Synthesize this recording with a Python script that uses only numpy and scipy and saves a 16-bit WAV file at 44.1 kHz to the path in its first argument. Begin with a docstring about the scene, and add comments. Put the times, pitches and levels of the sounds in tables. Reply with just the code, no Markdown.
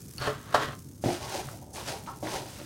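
"""First small plastic blister packs slide, crinkle and knock on a closed cardboard box: noisy blows and
stick-slip friction drive the ringing lid and shells, and soft pushes make the cardboard boom.
Then a hand bumps an open carton and brushes and stirs its foam packing peanuts: dense grains crunch,
pitched blows crack or squeak shortly, slips rub in the hollow, and late on two runs of jerks squeak.
A low rumble, faint hiss and thin whines last throughout; a small room reflects what is handled."""
import sys
import numpy as np
from scipy import signal
from scipy.fft import rfft, irfft
from scipy.io import wavfile
from scipy.ndimage import map_coordinates

SR = 44100
rng = np.random.default_rng(int(sys.argv[2]) if len(sys.argv) > 2 else 0)


def unload_wav(signal):
    """Save mono or channel-first audio to the path in sys.argv[1] as 16-bit WAV at rate SR, clipped to [-1, 1]."""
    wavfile.write(
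        sys.argv[1],
        SR,
        np.round(np.clip(np.atleast_2d(signal).T, -1, 1) * 32767).astype(np.int16),
    )


N = 116865
T = np.arange(N) / SR  # time axis in seconds


def from_db(db):
    """Decibels to gain."""
    return 10 ** (np.asarray(db) / 20)


def rms_one(x):
    """Scale to rms 1."""
    return x / np.sqrt(np.mean(x ** 2) + 1e-20)


def unit_energy(x):
    """Scale a response so that it keeps the power of white noise."""
    return x / np.sqrt(np.sum(x ** 2) + 1e-20)


def level(rows):
    """Gain over time from a curve of (seconds, dB); silent before it starts."""
    times, db = np.transpose(rows)
    return from_db(np.interp(T, times, db)) * (T >= times[0])


def through(x, response):
    """Play a signal through an impulse response."""
    return signal.fftconvolve(x, response)[:N]


def colour(x, points, size=8192):
    """Causal minimum-phase filter with the given spectral shape, scaled to unit energy."""
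    hz, db = np.transpose(points)
    grid = np.maximum(np.fft.rfftfreq(size, 1 / SR), 1)
    gain = from_db(np.interp(np.log(grid), np.log(hz), db))
    # folding the cepstrum onto positive time makes the phase minimal
    cepstrum = irfft(np.log(gain))
    cepstrum[1:size // 2] *= 2
    cepstrum[size // 2 + 1:] = 0
    response = irfft(np.exp(rfft(cepstrum)))[:size // 2]
    return through(x, unit_energy(response))


def ring(x, modes):
    """A body of decaying sines with alternating signs; each dB is the mode's relative energy."""
    t = T[:SR // 2]
    body = np.zeros(len(t))
    for k, (hz, db, t60) in enumerate(modes):
        decay = np.exp(-np.log(1000) * t / t60)
        mode = unit_energy(np.sin(2 * np.pi * hz * t) * decay)
        body += (-1) ** k * from_db(db) * mode
    return through(x, unit_energy(body))


def soften(x, hz):
    """First-order low-pass."""
    return signal.sosfilt(signal.butter(1, hz, fs=SR, output="sos"), x)


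def drift(rate):
    """Random curve: normal knots of spread 1, rate per second, joined by straight lines."""
    knots = rng.standard_normal(4096)
    return np.interp(T * rate, np.arange(len(knots)), knots)


def clicks(rows, axis=1):
    """One impulse per row, as strong as the given dB column."""
    out, rows = np.zeros(N), np.array(rows)
    out[(rows[:, 0] * SR).astype(int)] = from_db(rows[:, axis])
    return out


RATTLE_ABOVE_HZ = 590


def contacts(rows, rattle_s, click):
    """Force of the blows: a click and a brief dying chatter, duller where a low brightness is given."""
    out, t = np.zeros(N + SR), T[:SR // 10]
    for s, db, *bright in rows:
        chatter = rng.standard_normal(len(t)) * np.exp(-t / rattle_s)
        force = unit_energy(chatter - soften(chatter, RATTLE_ABOVE_HZ))
        force[0] += click
        force = unit_energy(force)
        if bright:
            force = soften(force, bright[0])
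        start = int(s * SR)
        out[start:start + len(t)] += from_db(db) * force
    return out[:N]


def slips(per_s, spread_db, clump_db, clump_rate):
    """Stick-slip friction: tiny random clicks of uneven size that come in clumps; rms 1."""
    unevenness = np.minimum(rng.exponential(1, N), 4)
    sizes = from_db(spread_db * unevenness) * rng.choice([-1, 1], N)
    happens = rng.random(N) < per_s / SR
    clumps = from_db(clump_db * drift(clump_rate))
    return rms_one(sizes * happens * clumps)


# Rumble spectrum. Each row: frequency in Hz, relative density in dB.
RUMBLE_COLOUR = [(20, -73), (40, -17), (60, -5.5), (95, -2), (125, 0), (180, -5.5), (300, -10.5),
                 (450, -19), (700, -31), (1600, -38), (3000, -79), (16000, -136)]
# Hiss spectrum. Each row: frequency in Hz, relative density in dB.
HISS_COLOUR = [(300, 1), (3000, 1.5), (4000, 3.1), (5500, 10.2), (6400, 8.8), (7300, 8.9), (9500, 9.4),
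               (12000, 6.3), (16000, 4.5)]
# Hiss level before random variation. Each row: time in seconds, level in dB.
HISS_LEVEL = [(0, -55.5), (0.17, -52.5), (0.42, -57), (0.9, -57.5), (0.98, -60.5), (1.5, -52.5),
              (1.69, -61), (1.85, -57), (2.2, -55), (2.65, -55)]
# Thin whines. Each row: frequency in Hz, relative energy in dB, t60 in seconds.
WHINE_MODES = [(6390, 0, .06), (8270, -6, 0.055)]
RUMBLE_DB, WHINE_DB = -47, -69
HISS_VARIATION_DB, HISS_VARIATIONS_PER_S = 4.2, 320  # random level variation: spread, knots per second


def background():
    """Noise shaped into low ventilation rumble and faint hiss, and rung into thin high whines."""
    rumble = from_db(RUMBLE_DB) * colour(rng.standard_normal(N), RUMBLE_COLOUR)
    variation = from_db(HISS_VARIATION_DB * drift(HISS_VARIATIONS_PER_S))
    hiss = level(HISS_LEVEL) * variation * colour(rng.standard_normal(N), HISS_COLOUR)
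    whine = from_db(WHINE_DB) * ring(rng.standard_normal(N), WHINE_MODES)
    return rumble + hiss + whine


# Packs slide on the lid. Each row: time in seconds, level in dB.
SLIDE = [(0, -73), (0.178, -64.5), (0.186, -46), (0.208, -44), (0.218, -36), (0.268, -34.5), (0.305, -38),
         (0.345, -47.5), (0.44, -53), (0.49, -50), (0.542, -39.5), (0.558, -29), (0.59, -35.5),
         (0.635, -34), (0.69, -43.5), (0.74, -48), (0.78, -94), (0.85, -99)]
# Spectrum of the slide. Each row: frequency in Hz, relative density in dB.
SLIDE_COLOUR = [(100, -37.5), (300, 1), (600, -8), (1200, 0.5), (1800, -3), (2300, -11.5), (3100, -9),
                (5500, -17.5), (8000, -22), (16000, -34)]
# A pack knocks on the lid or its neighbour.
# Each row: start in seconds, clack level in dB, brightness in Hz, drive of the lid's ring in dB before trim.
KNOCKS = [(0.1835, -30, 3500, -26), (0.2115, -27, 3000, -14), (0.222, -18, 5000, -13.5),
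          (0.254, -16, 6000, -32), (0.2738, -1.5, 2000, 0.5), (0.281, -7, 1600, -0.5),
          (0.5426, 0, 3020, -7.5), (0.5455, 8, 4500, -13), (0.5488, 4, 3980, -2.5), (0.5526, 0, 3380, 3.5),
          (0.562, -9, 2500, -7), (0.612, -14, 6000, -16), (0.684, -19, 2500, -10.5)]
# Spectrum of the clacks. Each row: frequency in Hz, relative density in dB.
KNOCK_COLOUR = [(60, -25), (220, -32), (400, -1.5), (720, 10), (1050, 7), (1650, 2.5), (2200, -12),
                (3100, -5.5), (6000, -12), (16000, -19)]
# Ringing box lid. Each row: frequency in Hz, relative energy in dB, t60 in seconds.
LID_MODES = [(235.7, -7.5, 0.62), (427.5, 4.5, 0.12), (582, 4, 0.13), (643, 1.5, 0.12), (770, -6.5, 0.19),
             (1045, -0.5, 0.257), (1197, -1, 0.19), (1210, -2, 0.2), (1348, -3.5, 0.15), (1480, -5, 0.16),
             (1763, -8.5, 0.12), (1867, -9, 0.12), (1965, -13, .14), (2970, -9, 0.03)]
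# A thin plastic shell snaps. Each row: start in seconds, level in dB.
SNAPS = [(0.1813, -11), (0.2222, -18), (0.230, -23), (0.253, -25), (0.2715, -18.5), (0.598, -23)]
# The shell crinkles as fingers press it down. Each row: time in seconds, level in dB before trim.
CRINKLE = [(0.205, -60), (0.215, -42), (0.27, -44.5), (0.315, -54), (0.35, -60), (0.4, -120)]
# Ringing plastic shell. Each row: frequency in Hz, relative energy in dB, t60 in seconds.
SHELL_MODES = [(2934, -2.5, 0.015), (4300, 4.5, 0.018), (4550, 6.5, 0.016), (5430, -2, .007),
               (6470, -10, .015), (8760, -5.5, .012), (10200, -14, 0.012)]
KNOCK_RATTLE_S, KNOCK_RING_DB = 0.0048, -1
SLIPS_PER_S, SLIDE_RING_DB = 1600, -10
SNAP_RATTLE_S, SNAP_CRACK_DB = 0.0013, -14
CRINKLES_PER_S, CRINKLE_DB = 350, -5


def packs():
    """Friction and blows excite the box lid; snaps and crinkling excite the thin plastic shells."""
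    drag = slips(SLIPS_PER_S, spread_db=1.0, clump_db=2.0, clump_rate=120) * level(SLIDE)
    blows = contacts(KNOCKS, KNOCK_RATTLE_S, click=0.46)
    lid_drive = from_db(KNOCK_RING_DB) * clicks(KNOCKS, axis=3) + from_db(SLIDE_RING_DB) * drag
    lid = ring(lid_drive, LID_MODES)
    snaps = contacts(SNAPS, SNAP_RATTLE_S, click=0.56)
    crinkle = slips(CRINKLES_PER_S, spread_db=1.0, clump_db=3.0, clump_rate=120) * level(CRINKLE)
    shell = ring(snaps + from_db(CRINKLE_DB) * crinkle, SHELL_MODES)
    direct_snaps = from_db(SNAP_CRACK_DB) * snaps
    return colour(blows, KNOCK_COLOUR) + colour(drag, SLIDE_COLOUR) + lid + shell + direct_snaps


# Soft pushes of the hand boom the cardboard. Each row: start in seconds, level in dB.
PUSHES = [(0.205, -7.5), (0.275, -3.5), (0.543, -5), (0.645, -12.5), (0.682, -8.5), (1.045, -10),
          (1.225, -12.5), (1.46, -9), (1.89, -13), (2.36, -10)]
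# Cardboard boom. Each row: frequency in Hz, relative energy in dB, t60 in seconds.
BOOM_MODES = [(96.6, 7.6, 0.05), (107, 6.4, 0.31), (137.9, 15, 0.26)]
# The hand bumps the open carton. Each row: start in seconds, level in dB, brightness of the blow in Hz.
BUMPS = [(1.0392, 3.5, 900), (1.0495, -12, 600), (1.060, 8, 402), (1.071, -1.5, 500), (1.085, -7, 1200),
         (1.102, -14, 1800), (1.541, -19, 1500), (2.2274, -2.5, 905), (2.247, -10.5, 2000),
         (2.262, -5.5, 2500), (2.458, -17, 1480), (2.593, -18, 1500), (2.61, -13.5, 1800)]
# Spectrum of the bumps. Each row: frequency in Hz, relative density in dB.
BUMP_COLOUR = [(40, -16), (130, 10), (300, -10.5), (600, 3.5), (1100, -20), (3000, -21), (12000, -100)]
# Ringing carton walls. Each row: frequency in Hz, relative energy in dB, t60 in seconds.
CARTON_MODES = [(240.3, 10.2, 0.14), (311.6, 12.7, 0.18), (351, 10.6, 0.063), (453.5, 4.6, 0.1),
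                (566, 0.89, 0.096)]
BUMP_RATTLE_S, BUMP_RING_DB = 0.004, -4


def carton():
    """Pushes set off low cardboard modes; bumps thud and ring the carton walls."""
    boom = ring(clicks(PUSHES), BOOM_MODES)
    blows = contacts(BUMPS, BUMP_RATTLE_S, click=0.31)
    walls = from_db(BUMP_RING_DB) * ring(clicks(BUMPS), CARTON_MODES)
    return boom + colour(blows, BUMP_COLOUR) + walls


POPS_PER_S, POP_CYCLES, POP_LOW_HZ, POP_HIGH_HZ = 420, 11, 1310, 9100  # cycles: t60 in periods


def pops():
    """Single cells of foam give way, each ringing briefly at one of ten pitches; rms 1."""
    grains = slips(POPS_PER_S, spread_db=3.0, clump_db=0.5, clump_rate=60)
    pitches = np.geomspace(POP_LOW_HZ, POP_HIGH_HZ, 10)
    dealt = rng.integers(0, len(pitches), N)
    out = np.zeros(N)
    for k, hz in enumerate(pitches):
        out += ring(grains * (dealt == k), [(hz, 0, POP_CYCLES / hz)])
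    return rms_one(out)


# Crunch of the stirred peanuts. Each row: time in seconds, level in dB before the layer trims.
CRUNCH = [(1.0, -83), (1.036, -56), (1.042, -44.5), (1.10, -41.5), (1.15, -41.5), (1.19, -50.5),
          (1.24, -46), (1.31, -45), (1.352, -38.5), (1.40, -44), (1.44, -51.5), (1.53, -57), (1.60, -66.5),
          (1.722, -79), (1.742, -54), (1.765, -43.5), (1.85, -50.5), (1.882, -37.5), (1.935, -45.5),
          (1.975, -51), (2.055, -65.5), (2.068, -52), (2.222, -72), (2.229, -49.5), (2.27, -45.5),
          (2.355, -38.5), (2.44, -54.5), (2.50, -51), (2.65, -52)]
# Spectrum of the crunch. Each row: frequency in Hz, relative density in dB.
CRUNCH_COLOUR = [(100, -10), (400, 0.5), (900, -1), (1400, 2), (2000, -1.5), (3500, -1), (6000, -1.5),
                 (7500, -7), (9300, -6), (11500, -13), (16000, -17)]
# Peanuts rub on the carton walls. Each row: time in seconds, level in dB before trim.
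RUB = [(1.04, -46), (1.10, -32.5), (1.19, -49.5), (1.25, -42), (1.31, -45), (1.35, -34), (1.40, -40),
       (1.45, -50.5), (1.72, -56), (1.76, -44.5), (1.81, -43), (1.85, -57), (1.885, -39.5), (1.935, -39.5),
       (1.99, -53.5), (2.22, -58.5), (2.235, -41), (2.30, -43), (2.35, -36), (2.44, -46.5), (2.57, -64.5),
       (2.605, -50), (2.65, -70)]
# Hollow resonances of the rub before shifting.
# Each row: frequency in Hz, relative energy in dB, t60 in seconds.
RUB_MODES = [(352.6, -3.5, 0.037), (423, -3.5, 0.057), (592, -0.5, 0.052), (731.5, -0.5, 0.034),
             (783, 3.5, 0.028), (901, -1, 0.015), (1031, -7, 0.054)]
# Single peanuts crack or give one short squeak. Each row: start in seconds, level in dB, pitch in Hz.
CHIRPS_AND_CRACKS = [(1.085, -16, 3160), (1.103, -14, 2400), (1.13, -22, 8400), (1.244, -23, 5000),
                     (1.4865, -14.5, 1310), (1.5405, -23, 900), (1.885, -16, 4800), (2.063, -27.5, 2520),
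                     (2.232, -30, 1550), (2.254, -21, 1500), (2.271, -16, 1800), (2.60, -24, 2000)]
CRUNCH_GRAINS_PER_S, CRUNCH_DB, POP_DB = 2500, 1.5, -6.5
RUB_SLIPS_PER_S, RUB_DB = 1000, 1
CAVITY_SHIFT, CAVITY_SHIFTS_PER_S = 0.07, 14  # spread of the log pitch, knots per second
SINGLE_RATTLE_S, SINGLE_CYCLES = 0.0012, 8.5  # cycles: t60 in periods


def foam():
    """Peanuts crunch, pop, rub and crack or squeak shortly; hollow modes shift as the hand moves inside."""
    stir = level(CRUNCH)
    grains = slips(CRUNCH_GRAINS_PER_S, spread_db=0.5, clump_db=0.8, clump_rate=130) * stir
    crunch = from_db(CRUNCH_DB) * colour(grains, CRUNCH_COLOUR)
    popping = from_db(POP_DB) * pops() * stir
    rubbing = slips(RUB_SLIPS_PER_S, spread_db=0.0, clump_db=1.2, clump_rate=70)
    hollow = ring(rubbing, RUB_MODES)
    # reading the sound at an uneven speed moves its pitch
    speed = np.exp(CAVITY_SHIFT * drift(CAVITY_SHIFTS_PER_S))
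    shifted = map_coordinates(hollow, [np.cumsum(speed)], mode="mirror")
    rub = from_db(RUB_DB) * shifted * level(RUB)
    singles = np.zeros(N)
    for s, db, hz in CHIRPS_AND_CRACKS:
        blow = contacts([(s, db)], SINGLE_RATTLE_S, click=0.85)
        singles += ring(blow, [(hz, 0, SINGLE_CYCLES / hz)])
    return crunch + popping + rub + singles


# Fingers brush the top of the peanuts. Each row: start in seconds, level in dB before attack and fade.
BRUSHES = [(1.016, -48), (1.728, -44), (2.49, -50)]
# Spectrum of the brushing. Each row: frequency in Hz, relative density in dB.
BRUSH_COLOUR = [(1500, -34), (4000, -5), (6000, 4), (10000, 2), (12500, -8), (16000, -17)]
BRUSH_ATTACK_S, BRUSH_FADE_DB_PER_S = 0.0085, 202


def brushes():
    """A light touch on the foam gives only a high, fine rustle."""
    touch = np.zeros(N)
    for s, db in BRUSHES:
        attack = np.clip((T - s) / BRUSH_ATTACK_S, 0, 1)
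        touch += attack * from_db(db - BRUSH_FADE_DB_PER_S * np.maximum(T - s, 0))
    grains = slips(CRUNCH_GRAINS_PER_S, spread_db=0.0, clump_db=1.5, clump_rate=210)
    return colour(touch * grains, BRUSH_COLOUR)


# Foam squeaks against foam. Each row: start in seconds, length in seconds, starting level in dB,
# starting slip rate in Hz before jitter, roughness as spread of the log rate.
SQUEAKS = [(2.073, 0.046, -38, 330.3, .25), (2.121, .03, -48, 261, .25)]
# Squeak resonances. Each row: frequency in Hz, relative energy in dB, t60 in seconds.
SQUEAK_MODES = [(911, 5.3, 0.04), (1080, 1, 0.032), (1304, 2.9, 0.024)]
SQUEAK_SAG_HZ_PER_S, SQUEAK_FADE_DB_PER_S, SQUEAK_GRAIN_DB = 1500, 93, 1


def squeaks():
    """A pinched peanut jerks loose and creaks on in fading, uneven slips that slow as the grip eases."""
    out = np.zeros(N)
    for s, length, db, hz, rough in SQUEAKS:
        age = np.clip(T - s, 0, length)
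        sliding = (T >= s) * (T < s + length)
        rate = (hz - SQUEAK_SAG_HZ_PER_S * age) * np.exp(rough * drift(450)) * sliding
        # one impulse as each slip cycle begins, scaled to rms 1 at the starting rate
        cycles = np.cumsum(rate) / SR
        jerks = np.diff(np.ceil(cycles), prepend=0) * np.sqrt(SR / hz)
        out += jerks * from_db(db - SQUEAK_FADE_DB_PER_S * age + SQUEAK_GRAIN_DB * drift(250))
    return ring(out, SQUEAK_MODES)


ROOM_DB, ROOM_DELAY_S, ROOM_SPLIT_HZ = -7.5, 0.00441, 5400
ROOM_T60_S, ROOM_TREBLE_T60_S = 0.24, 0.16


def room(x):
    """Diffuse reflections of a small room as decaying noise; the treble dies sooner."""
    t, white = T[:SR // 2], rng.standard_normal(SR // 2)
    low = soften(white, ROOM_SPLIT_HZ)
    low_tail = low * np.exp(-np.log(1000) * t / ROOM_T60_S)
    treble_tail = (white - low) * np.exp(-np.log(1000) * t / ROOM_TREBLE_T60_S)
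    tail = (low_tail + treble_tail) * (t > ROOM_DELAY_S)
    return from_db(ROOM_DB) * through(x, unit_energy(tail))


def scene():
    """Everything handled, its room and the background, as one channel."""
    near = packs() + carton() + foam() + brushes() + squeaks()
    return (near + room(near) + background())[None]


CUTOFF_HZ = 15900


def record(dry):
    """The top is cut steeply by an elliptic low-pass."""
    # order 12, 0.1 dB ripple, 80 dB rejection
    return signal.sosfilt(signal.ellip(12, .1, 80, CUTOFF_HZ, fs=SR, output="sos"), dry)


dry = scene()
out = record(dry)
unload_wav(out)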